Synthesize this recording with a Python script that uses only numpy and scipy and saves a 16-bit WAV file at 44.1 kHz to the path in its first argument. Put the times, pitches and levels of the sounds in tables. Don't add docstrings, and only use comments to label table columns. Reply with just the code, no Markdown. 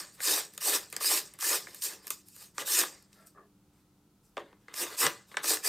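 import sys
import numpy as np
from scipy import signal
from scipy.fft import rfft, irfft, next_fast_len
from scipy.io import wavfile
from scipy.ndimage import uniform_filter1d, map_coordinates

SR = 44100
rng = np.random.default_rng(int(sys.argv[2]) if len(sys.argv) > 2 else 0)


def volts_from_db(level):
    exponent = np.asarray(level, float) / 20
    return 10 ** exponent


def master(y):
    cut = np.clip(np.atleast_2d(y).T, -1, 1)
    pcm = np.round(cut * 32767)
    wavfile.write(sys.argv[1], SR, pcm.astype(np.int16))


N = 250488

# f/Hz, width/Hz, level/dB
TEETH_MODES = [(2500, 280, 3.5), (3210, 420, 3.5), (3526, 720, 2.5), (4860, 900, 4.5), (5700, 870, 5.5),
               (6900, 1100, 4), (8326, 690, 5.5)]
# f/Hz, density/dB per Hz
FIZZ_SPECTRUM = [(5290, -58.5), (9000, 7.5), (9920, -1.5), (12700, 3.5), (15100, -2.5), (16100, -26),
                 (16400, -29)]
# f/Hz, width/Hz, level/dB
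PLATE_MODES = [(1030, 240, 1.5), (1207, 100, 7.5), (1530, 400, 1), (1760, 180, 7.5), (2070, 240, 3.5),
               (2735, 420, -2), (3600, 840, -3)]
# f/Hz, width/Hz, level/dB
BOARD_MODES = [(305, 79, 3.5), (443, 130, 3.5), (594, 59, 3.5), (773, 170, -5)]


def unit(x):
    return x / np.sqrt(np.mean(x ** 2) + 1e-20)


def along(points, hz):
    f, v = np.transpose(points)
    return np.interp(np.log(hz + 1), np.log(f + 1), v)


def wobble(rate):
    return map_coordinates(rng.standard_normal(int(N * rate / SR) + 4), [np.arange(N) * rate / SR])


def filtered(x, response):
    m = next_fast_len(N + SR // 2)
    return irfft(rfft(x, m) * response(np.fft.rfftfreq(m, 1 / SR)), m)[..., :N]


def body(modes, low_hz, top_hz=30000):
    def response(f):
        ring = 0
        for k, (centre, width, db) in enumerate(modes):
            band = 1j * f * width / (centre * centre - f * f + 1j * f * width)
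            ring = ring + (-1) ** k * volts_from_db(db) * band
        return ring * (1j * f / (low_hz + 1j * f)) ** 4 / (1 + 1j * f / top_hz) ** 2
    return response


def floor():
    # f/Hz, density/dB per Hz
    air_spectrum = [(15, -38.5), (25, -14), (197, -4.5), (231, -13), (295, -13), (320, -12), (649, -25.5),
                    (828, -21), (1210, -27.5), (1310, -22.5), (1680, -33), (4220, -32.5), (4830, -33),
                    (15100, -36.5), (16400, -45)]
    # f/Hz, side minus mid/dB
    air_side = [(60, -18), (110, -18), (200, -22), (380, -22), (700, -16), (1290, -12), (2380, -7),
                (4400, -5), (8120, -2), (15000, -2)]
    # f/Hz, level/dB rms
    hum_partials = [(177.6, -89), (199.2, -76), (296.1, -77), (360.7, -84.5)]

    def colour(hz):
        return volts_from_db(along(air_spectrum, hz) + [0 * hz, along(air_side, hz)])

    air = filtered(rng.standard_normal((2, N)), colour)
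    air *= volts_from_db(-67 + 0.24 * wobble(11)) / np.std(air[0])
    t = np.arange(N) / SR
    hum = np.zeros(N)
    for hz, db in hum_partials:
        level = volts_from_db(db + 3 + 3 * wobble(5.7))
        hum += level * np.sin(2 * np.pi * hz * t + 0.51 * wobble(13))
    return air[0] + hum, air[1]


def kitchen(x):
    # f/Hz, t60/s
    room_t60 = [(300, 0.29), (1400, 0.17), (2700, 0.13), (4000, 0.17), (9000, 0.05), (15000, 0.19)]
    out, hop = np.zeros(N + SR), SR // 4
    for start in range(0, N, hop):
        hz, t, z = signal.stft(rng.standard_normal(SR // 2), SR, nperseg=256)
        decay = volts_from_db(-60 * t / along(room_t60, hz)[:, None])
        tail = signal.istft(z * decay, SR, nperseg=256)[1]
        wet = signal.fftconvolve(x[start:start + hop], tail / np.linalg.norm(tail))
        out[start + 130:][:len(wet)] += wet
    return out[:N]


def scattered(x):
    z = signal.stft(x, nperseg=128)[2]
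    turned = z * np.exp(2j * np.pi * rng.random(z.shape))
    return np.sqrt(2) * signal.istft(turned, nperseg=128)[1][:N]


def creaks():
    # t/s, length/s
    creak_times = [
        (3.155, .135),
        (3.348, .12),
        (3.373, .03),
    ]
    # f/Hz, width/Hz, level/dB
    creak_modes = [
        [(625, 160, -71.5), (1336, 40, -65.5), (1700, 210, -71.5)],
        [(399, 38, -64.5), (596, 180, -65), (1156, 170, -65.5), (1730, 180, -71)],
        [(1180, 250, -53.5), (510, 260, -78.5)],
    ]
    out, t = np.zeros(N), np.arange(N) / SR
    for (s, length), modes in zip(creak_times, creak_modes):
        swell = np.sqrt(np.sin(np.pi * np.clip((t - s) / length, 0, 1) ** 0.63))
        for hz, width_hz, db in modes:
            mode = body([(hz, width_hz, 0)], 100)
            rub = filtered(rng.standard_normal(N), lambda f: mode(f) ** 2)
            out += volts_from_db(db) * swell * unit(rub)
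    return out


def taps():
    # t/s, crack peak/dB, plate over crack/dB, knock f/Hz
    knock_rows = [(0.2035, -31, -6.5, 1750), (0.4064, -23.5, -19, 1680), (1.0081, -27.5, -11.5, 1228),
                  (1.1134, -20, -16.5, 820), (1.4238, -20.5, -19, 1180), (1.6696, -41.5, -1, 1850),
                  (2.5806, -22, -9, 2000), (2.6194, -33, -12, 594), (2.8354, -25, -8.5, 1700),
                  (4.3687, -42, 4.5, 550), (4.3775, -40, 3, 612), (4.5284, -69.5, 10.5, 1020),
                  (4.6822, -48, 4.5, 1950), (4.736, -51, -1, 1000), (4.8658, -35, -5, 1760),
                  (5.0652, -11, -13, 1750), (5.3148, -50, -1.5, 1820), (5.3424, -56, 12.5, 1760),
                  (5.3694, -22.5, -3, 2070), (5.442, -20, -17, 1230), (5.5043, -16.5, -25, 474),
                  (5.57, -26, -13.5, 1710)]
    # t/s, crack peak/dB, plate over crack/dB, spit over crack/dB
    snap_rows = [(0.1531, -49.5, -17, -10), (0.2838, -12, -25.5, -29), (0.5363, -42, -22, -5),
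                 (0.548, -46, -26.5, -6), (0.5773, -26.5, -19, -9.5), (0.617, -32.5, -14, -19),
                 (0.901, -47, -26, 2), (0.9265, -27.5, -19, -7), (0.9645, -16, -23, -17.5),
                 (1.3376, -43, -23, -0.5), (1.3887, -39.5, -11.5, 0), (1.4087, -28, -27, -6),
                 (1.7461, -36, -19.5, 0), (1.821, -23.5, -34, -12), (2.0695, -31, -19.5, -2),
                 (2.0785, -33, -23, -4), (2.1044, -18, -21, -5), (2.285, -45, -32, 2),
                 (2.3632, -43, -16, -2), (2.676, -28, -12, -15), (3.0255, -57, -37, 4),
                 (3.1296, -46, -31, -16), (3.27, -48, -21.5, 0.5), (4.7401, -28, -18, -16)]
    hits = [(*snap, 1480) for snap in snap_rows]
    for s, db, plate_db, knock_hz in knock_rows:
        spit_db = -44 + db - 0.5 * plate_db
        hits.append((s, db, plate_db, spit_db, knock_hz))

    t, hz = np.arange(4096) / SR - .004, np.fft.rfftfreq(4096, 1 / SR)
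    t60 = np.array([[.013], [.012], [.012], [.02]])
    gain_db = np.array([[-1.5], [5], [8], [8]])
    responses = np.array([body(TEETH_MODES, 1200)(hz), volts_from_db(along(FIZZ_SPECTRUM, hz)),
                          body(PLATE_MODES, 300, 5000)(hz), body(BOARD_MODES, 260, 1500)(hz)])
    pitched = np.array([[0], [0], [1], [1]])
    out = np.zeros(N + len(t))
    for s, db, plate_db, spit_db, knock_hz in hits:
        board_db = plate_db - 8 * np.log2(knock_hz / 550)
        parts_db = np.array([[0], [spit_db], [plate_db], [board_db]])
        near_pitch = 0.44 + body([(knock_hz, .35 * knock_hz, 0)], 1)(hz)
        favour = np.where(pitched, near_pitch, 1)
        burst = rng.standard_normal((4, len(t))) * (t >= 0) * volts_from_db(-60 * t / t60)
        blow = irfft(rfft(burst) * responses * favour)
        blow *= volts_from_db(db + parts_db + gain_db) / np.abs(blow).max(1, keepdims=True)
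        out[round((s + t[0]) * SR):][:len(t)] += blow.sum(0)
    return out[:N]


def tearing(density, spread_db, slide_db, clump_db):
    chance, sign, size = rng.random((3, N))
    breaks = (chance < density / SR) * np.sign(sign - .5) * volts_from_db(-spread_db * np.log(size + 1e-4))
    return volts_from_db(clump_db * wobble(260)) * (unit(breaks) + volts_from_db(slide_db) * rng.standard_normal(N))


def patchy(x, depth_db):
    z = signal.stft(x, nperseg=256)[2]
    field = uniform_filter1d(rng.standard_normal(z.shape), size=3, axis=0)
    field = uniform_filter1d(field, size=12, axis=1)
    return signal.istft(z * volts_from_db(depth_db * unit(field)), nperseg=256)[1][:N]


def contacts(rows, start_db, fast, tail_db, slow, board_db):
    layer_db = (-1.5, -10, -14.5, -1.5)
    dig_db = (-1, 1, 5.5, 5.5)
    fade_rate = (80.5, -9, 9, 26.5)
    weight_share = (-0.12, 1, 0.99, .4)
    swell_share = (-0.03, -0.093, 0.89, -0.34)
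    lead = SR // 20
    out, t = np.zeros((5, N + 2 * SR)), np.arange(-lead, SR // 2) / SR
    for s, rise, length, db, weight_db in rows:
        after = np.maximum(t - length, 0)
        swell_db = -start_db * np.clip(1 - t / rise, 0, 1) ** 1.83
        swell_db += 1505.5 * np.minimum(t, 0)
        sag_db = 25.5 * np.clip(t - rise, 0, max(length - rise, 0))
        release = (volts_from_db(-fast * after) + volts_from_db(tail_db - slow * after)) / (1 + volts_from_db(tail_db))
        tear = volts_from_db(db + swell_db - sag_db) * release
        progress = np.clip(t / length, 0, 1) - .5
        parts_db = [level + dig * progress - fade * after + share * weight_db + late * swell_db
                    for level, dig, fade, share, late
                    in zip(layer_db, dig_db, fade_rate, weight_share, swell_share)]
        parts_db[2] = parts_db[2] + board_db
        first = round((s + 1) * SR) - lead
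        out[:, first:first + len(t)] += (tear * volts_from_db([0 * t, *parts_db])) ** 2
    return out[:, SR:SR + N]


def strokes():
    # t/s, rise/s, contact length/s, tearing/dB, weight on the plate/dB
    cut_rows = [(-.2, 0.053, 0.17, -24.5, 3), (.21, 0.077, 0.18, -27.5, 1), (.612, 0.081, 0.15, -26.5, 0.5),
                (1.008, 0.096, 0.17, -26, -0.5), (1.402, 0.097, .16, -26.5, 0.5),
                (1.815, 0.022, 0.053, -32, -5.5), (2.658, 0.076, .12, -26, -1.5),
                (2.76, 0.036, 0.053, -24.5, 2), (4.742, 0.042, .055, -36.5, 2),
                (4.775, 0.043, 0.057, -30.5, 4.5), (4.976, 0.03, 0.057, -25.5, -0.5),
                (5.43, 0.014, 0.036, -34.5, 4.5), (5.455, 0.043, 0.083, -27.5, -1),
                (5.636, 0.023, 0.04, -28.5, 1)]
    slide_rows = [(.13, .03, 0.021, -57, -14), (.53, .03, 0.027, -56.5, 3), (.903, .005, .02, -57, -3),
                  (.93, .004, 0.0033, -51.5, 15.5), (.968, .005, 0.1, -53, 14.5),
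                  (1.34, .005, 0.0049, -61.5, 12), (1.66, .02, 0.1, -56, 7), (1.89, .02, 0.045, -47, 8),
                  (2.03, .03, 0.038, -56.5, 6.5), (2.07, .004, 0.0047, -53, -8),
                  (2.108, 0.0044, .006, -38.5, -5), (2.26, .03, 0.14, -59, -6),
                  (2.35, .07, .11, -51.5, -1.5), (2.55, 0.035, 0.032, -56, 5), (2.97, .03, 0.036, -72, -15),
                  (3.12, .015, 0.12, -65, 7.5), (3.262, .008, 0.012, -60.5, -19),
                  (3.73, .03, 0.078, -75.5, 9.5), (4.23, .03, .06, -71, -8), (.18, .015, .02, -57, 13),
                  (1.75, 0.007, 0.052, -51, -3), (5.275, .015, 0.023, -63, 6)]
    # t/s, rise/s, contact length/s, tearing/dB, weight on the plate/dB
    rattle_rows = [
        (2.585, 0.0043, 0.025, -39, 10),
        (4.6, .03, 0.08, -76.5, 13),
        (4.685, .005, 0.039, -71, 28),
        (4.86, 0.014, 0.089, -46.5, 11.5),
        (5.018, 0.014, 0.047, -33, 15),
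        (5.315, 0.0046, 0.04, -60, 16.5),
        (5.375, .004, 0.01, -53, 23.5),
    ]
    thud_rows = [
        (4.382, .005, 0.014, -65, 27),
        (4.44, .02, 0.081, -79, 21),
    ]
    # f/Hz, width/Hz, level/dB
    rim_modes = [(1750, 150, -1), (2050, 170, 2.5)]
    # f/Hz, width/Hz, level/dB
    table_modes = [(75, 21, -6.5), (158, 110, 4)]

    rattle = contacts(rattle_rows, start_db=7.5, fast=501, tail_db=-3.5, slow=169, board_db=-5.5)
    power = contacts(cut_rows, start_db=14, fast=501, tail_db=-8.5, slow=132.5, board_db=-1)
    power += contacts(slide_rows, start_db=6, fast=701, tail_db=3.5, slow=199.5, board_db=-1)
    power += rattle
    power += contacts(thud_rows, start_db=5, fast=399.5, tail_db=-4, slow=148, board_db=7.5)
    tear, fizz, plate, board, roots = np.sqrt(power + 1e-12)

    fibres = patchy(tearing(density=6000, spread_db=1.0, slide_db=-1.5, clump_db=1.03), depth_db=3)
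    judder = patchy(tearing(density=3800, spread_db=3.5, slide_db=-1.5, clump_db=0.5), depth_db=3)
    judder = judder + 0.69 * fibres
    spray = fibres * np.sign(rng.standard_normal(N))

    teeth = filtered(fibres, body(TEETH_MODES, 990))
    tips = -filtered(fibres, body(TEETH_MODES[3:], 990))
    sound = (tear * tips + roots * (teeth - tips)) / np.std(teeth)
    sound += fizz * unit(filtered(spray, lambda hz: volts_from_db(along(FIZZ_SPECTRUM, hz))))
    sound += plate * unit(filtered(judder, body(PLATE_MODES, 270, 5000)))
    sound += np.sqrt(rattle[2]) * unit(filtered(judder, body(rim_modes, 300, 5000)))
    sound += board * unit(filtered(judder, body(BOARD_MODES, 190, 1100)))
    table = tear * volts_from_db(-3) * np.minimum(board / tear, volts_from_db(-2)) ** 3
    sound += table * unit(filtered(judder, body(table_modes, 40)))
    return volts_from_db(-3.14 + 0.99 * wobble(35)) * sound


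def scene():
    # f/Hz, side minus mid/dB
    port_side = [(60, -19.5), (300, -33), (900, -28), (1800, -9), (2800, -17), (4500, -24.5), (7000, -25),
                 (8500, -15), (10200, -7.5), (11500, -22.5), (15000, -25)]
    # f/Hz, left minus right/dB
    port_lean = [(300, 0), (600, -.2), (1400, 1.5), (2800, .5), (5600, 0), (9000, -.7), (13000, 0)]
    air, hiss_side = floor()
    slicer = strokes() + taps() + creaks()
    mid = slicer + volts_from_db(-9) * kitchen(slicer)
    side = filtered(scattered(mid), lambda hz: volts_from_db(along(port_side, hz)))
    side += filtered(mid, lambda hz: np.tanh(along(port_lean, hz) * np.log(10) / 40))
    side += hiss_side
    return np.array([mid + air + side, mid + air - side])


def roll_off(x):
    return signal.sosfilt(signal.butter(12, 16530, fs=SR, output="sos"), x)


def record(dry):
    hz, _, z = signal.stft(dry, SR, nperseg=2048, noverlap=1536)
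    power = np.mean(np.abs(z) ** 2, 0)
    near_db = 10 * np.log10(uniform_filter1d(power, size=7, axis=0) + 1e-20)
    cover_db = 10 * np.log10(power[hz > 3000].sum(0) + 1e-20) - 39
    bass_keep = 1 / (1 + volts_from_db(np.clip(8 * (cover_db - near_db), -90, 90)))
    keep = np.where(hz[:, None] < 900, bass_keep, hz[:, None] < 16100)
    mix = signal.istft(z * keep, SR, nperseg=2048, noverlap=1536)[1][:, :N]
    return roll_off(mix)


dry = scene()
out = record(dry)
master(out)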